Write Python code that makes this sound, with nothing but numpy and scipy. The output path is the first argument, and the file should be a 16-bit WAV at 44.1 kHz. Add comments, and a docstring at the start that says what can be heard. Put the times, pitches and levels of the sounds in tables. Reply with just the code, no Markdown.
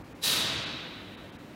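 """Ventilation noise and a faint machine hum fill a large workshop hall.
At 0.2 s the valve of a pneumatic lifting arm opens: compressed air hisses through a ringing port.
The jet holds briefly, then dulls and fades as the pressure drains; a low rush peaks at 0.5 s.
The hall carries the hiss on for a second. The treble dips briefly a few times throughout."""
import sys
import numpy as np
from scipy import signal
from scipy.fft import irfft
from scipy.io import wavfile
from scipy.ndimage import uniform_filter1d

SR = 44100
rng = np.random.default_rng(int(sys.argv[2]) if len(sys.argv) > 2 else 0)


def wav_out(sig):
    """Save sig, one row per channel (or a flat mono array), as 16-bit PCM at SR to the path in sys.argv[1]."""
    wavfile.write(sys.argv[1], SR, np.round(np.clip(np.atleast_2d(sig).T, -1, 1) * 32767).astype(np.int16))


N = 68355
TIME_S = np.arange(N) / SR


def amp(db):
    """Decibels to gain."""
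    return 10 ** (np.asarray(db) / 20)


def unit_rms(x):
    """Scales to rms 1."""
    return x / np.sqrt(np.mean(x ** 2) + 1e-20)


def lookup(table, hz):
    """Interpolates on a log-frequency axis."""
    table_hz, values = np.transpose(table)
    return np.interp(np.log(hz + 1), np.log(table_hz + 1), values)


def stft_filter(x, gain, size=256):
    """Filters x by the time-varying gain(Hz, s)."""
    frames = dict(fs=SR, nperseg=size, noverlap=size * 3 // 4)
    hz, t, spectra = signal.stft(x, **frames)
    return signal.istft(spectra * gain(hz[:, None], t), **frames)[1][:len(x)]


def noise(gain):
    """Noise of rms 1 with the spectrum gain(Hz)."""
    hz = np.fft.rfftfreq(N, 1 / SR)
    phasors = np.exp(2j * np.pi * rng.random(len(hz)))
    return unit_rms(irfft(gain(hz) * phasors, N))


def resonance(centre_hz, half_width_hz):
    """Noise of rms 1 in one narrow peak."""
    return noise(lambda hz: 1 / (1 + ((hz - centre_hz) / half_width_hz) ** 2))


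# Ventilation spectrum (frequency [Hz], relative density [dB])
VENT_SPECTRUM = [(20, -32), (38, -20), (52, -2.5), (80, -6.5), (130, -2.5), (290, 0.5), (430, -8),
                 (600, -9), (900, -12.5), (1500, -16), (2300, -18.5), (3200, -25), (4500, -27),
                 (6000, -31.5), (10000, -37), (16000, -38.4)]

def ventilation(level_db=-47.5, patch_db=1.8):
    """Ventilation noise; patches of its spectrum drift in level, less so in the treble."""
    def patches(hz, t):
        field = rng.standard_normal((len(t), len(hz))).T
        field = uniform_filter1d(field, size=8, axis=0)
        field = uniform_filter1d(field, size=10, axis=1)
        return amp(patch_db * unit_rms(field) / (1 + hz / 3000))
    steady = noise(lambda hz: amp(lookup(VENT_SPECTRUM, hz)))
    return amp(level_db) * stft_filter(steady, patches, size=1024)


# Hum peaks (frequency [Hz], half width [Hz], level [dB])
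HUM_PEAKS = [(101, 3.2, -58.5), (299, 17, -62.5), (514, 5.3, -63.5)]

def machine_hum():
    """A machine hums in narrow, wavering bands."""
    return sum(amp(db) * resonance(hz, half_width_hz) for hz, half_width_hz, db in HUM_PEAKS)


def low_rush(peak_s=0.51, sigma_s=0.16, level_db=-45, centre_hz=128):
    """A low rush of air swells and sinks behind the hiss."""
    swell = np.exp(-((TIME_S - peak_s) / sigma_s) ** 2 / 2)
    band = noise(lambda hz: np.exp(-np.log2((hz + 1) / centre_hz) ** 2))
    return amp(level_db) * swell * band


# Hall reverberation time (frequency [Hz], T60 [s])
HALL_DECAY = [(100, 3.6), (500, 1.8), (1500, 2.47), (2800, 2.03), (3950, 1.8), (4500, 1.3), (5500, 1.19),
              (8000, 0.79), (14000, 0.55)]
# Hall tail against the direct sound (frequency [Hz], level [dB])
HALL_LEVEL = [(100, 2), (1000, 4.5), (2000, 5), (2800, 3.5), (4000, -1), (7000, -3), (14000, -9.5)]

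def hall(x, delay_s=0.013, build_s=0.022, half_turn_s=0.3027):
    """Diffuse echoes build and die, treble first; moving air drifts the sound between two tails."""
    def decay(hz, t):
        rate_per_s = np.log(1000) / lookup(HALL_DECAY, hz)
        energy_norm = np.sqrt(2 * rate_per_s / SR)
        return amp(lookup(HALL_LEVEL, hz)) * np.exp(-rate_per_s * t) * energy_norm
    build = np.clip((TIME_S - delay_s) / build_s, 0, 1)
    drift_rad = np.pi * TIME_S / half_turn_s
    reverb = np.zeros(N)
    for share in (np.cos(drift_rad), np.sin(drift_rad)):
        tail = build * stft_filter(noise(np.ones_like), decay)
        reverb += signal.fftconvolve(x * share, tail)[:N]
    return reverb


def near_surfaces(x, count=8, echoes_db=-10, latest_s=0.018):
    """Echoes from the table and floor join the direct hiss and colour it."""
    taps = np.zeros(SR // 10)
    delays_s = rng.uniform(latest_s / 10, latest_s, count)
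    signs = rng.choice([-1., 1.], count)
    taps[(delays_s * SR).astype(int)] = amp(echoes_db) * signs / np.sqrt(count)
    taps[0] = 1
    return signal.fftconvolve(x, taps / np.linalg.norm(taps))[:N]


# Jet spectrum at full pressure (frequency [Hz], relative density [dB])
JET_SPECTRUM = [(40, -30), (100, -6.5), (200, -4.5), (400, -4), (600, -5.5), (1000, -6.5), (1900, -6),
                (2700, -2), (3500, 2.5), (4100, 1.5), (4700, 0.9), (5500, -2.3), (7500, -6), (11000, -5.5),
                (13500, -9), (16000, -9.5)]
# Exhaust port resonances (frequency [Hz], half width [Hz], level [dB])
PORT_MODES = [(3334, 33, -45.5), (3674, 70, -43), (3836, 140, -36.5), (3975, 130, -36.5), (4480, 36, -40.5),
              (4845, 70, -47), (8040, 40, -56)]
# Fade as the pressure drains (frequency [Hz], rate [dB/s])
DRAIN_RATE = [(100, 38), (500, 57.5), (1500, 51), (3800, 64), (4600, 74), (8000, 97), (15000, 170)]

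def exhaust(open_s=0.2107, opening_s=0.028, hold_s=0.11, knee_s=0.026,
            leak_db=-33.5, jet_db=-27.5, flutter_db=0.84, flutter_hz=110):
    """Jet and port swell as the valve opens, flutter with turbulence and fade with the pressure."""
    jet = amp(jet_db) * noise(lambda hz: amp(lookup(JET_SPECTRUM, hz)))
    port = sum(amp(db) * resonance(hz, half_width_hz) for hz, half_width_hz, db in PORT_MODES)

    def drain(hz, t):
        draining_s = knee_s * np.logaddexp(0, (t - open_s - hold_s) / knee_s)  # soft onset
        return amp(-lookup(DRAIN_RATE, hz) * draining_s)
    hiss = stft_filter(jet + port, drain)
    closure = np.clip(1 - (TIME_S - open_s) / opening_s, 0, 1)
    valve = amp(leak_db * closure) * (TIME_S > open_s)
    flutter = amp(flutter_db * resonance(0, flutter_hz))
    return hiss * valve * flutter


def scene():
    """One air burst and its echoes over the background, mono."""
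    burst = near_surfaces(exhaust())
    return (burst + hall(burst) + low_rush() + ventilation() + machine_hum())[None]


# Treble dips (time [s], lower edge [Hz], gain [dB])
TREBLE_DIPS = [(.034, 2860, -13), (0.141, 3650, -18), (0.653, 4700, -13), (1.165, 4100, -17),
               (1.314, 4060, -16), (1.378, 3020, -19)]

def record(dry, dip_half_width_s=0.0067, cutoff_hz=15850):
    """Brief treble dips, then a steep low-pass."""
    def dips(hz, t):
        gain_db = 0
        for time_s, edge_hz, dip_db in TREBLE_DIPS:
            pulse = np.exp(-((t - time_s) / dip_half_width_s) ** 2)
            treble = np.clip(2 * (hz / edge_hz - 1) + 0.5, 0, 1)
            gain_db += dip_db * pulse * treble
        return amp(gain_db)
    low_pass = signal.firwin(511, cutoff_hz, window=("kaiser", 9), fs=SR)
    return signal.oaconvolve(stft_filter(dry[0], dips), low_pass, "same")[None]


dry = scene()
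out = record(dry)
wav_out(out)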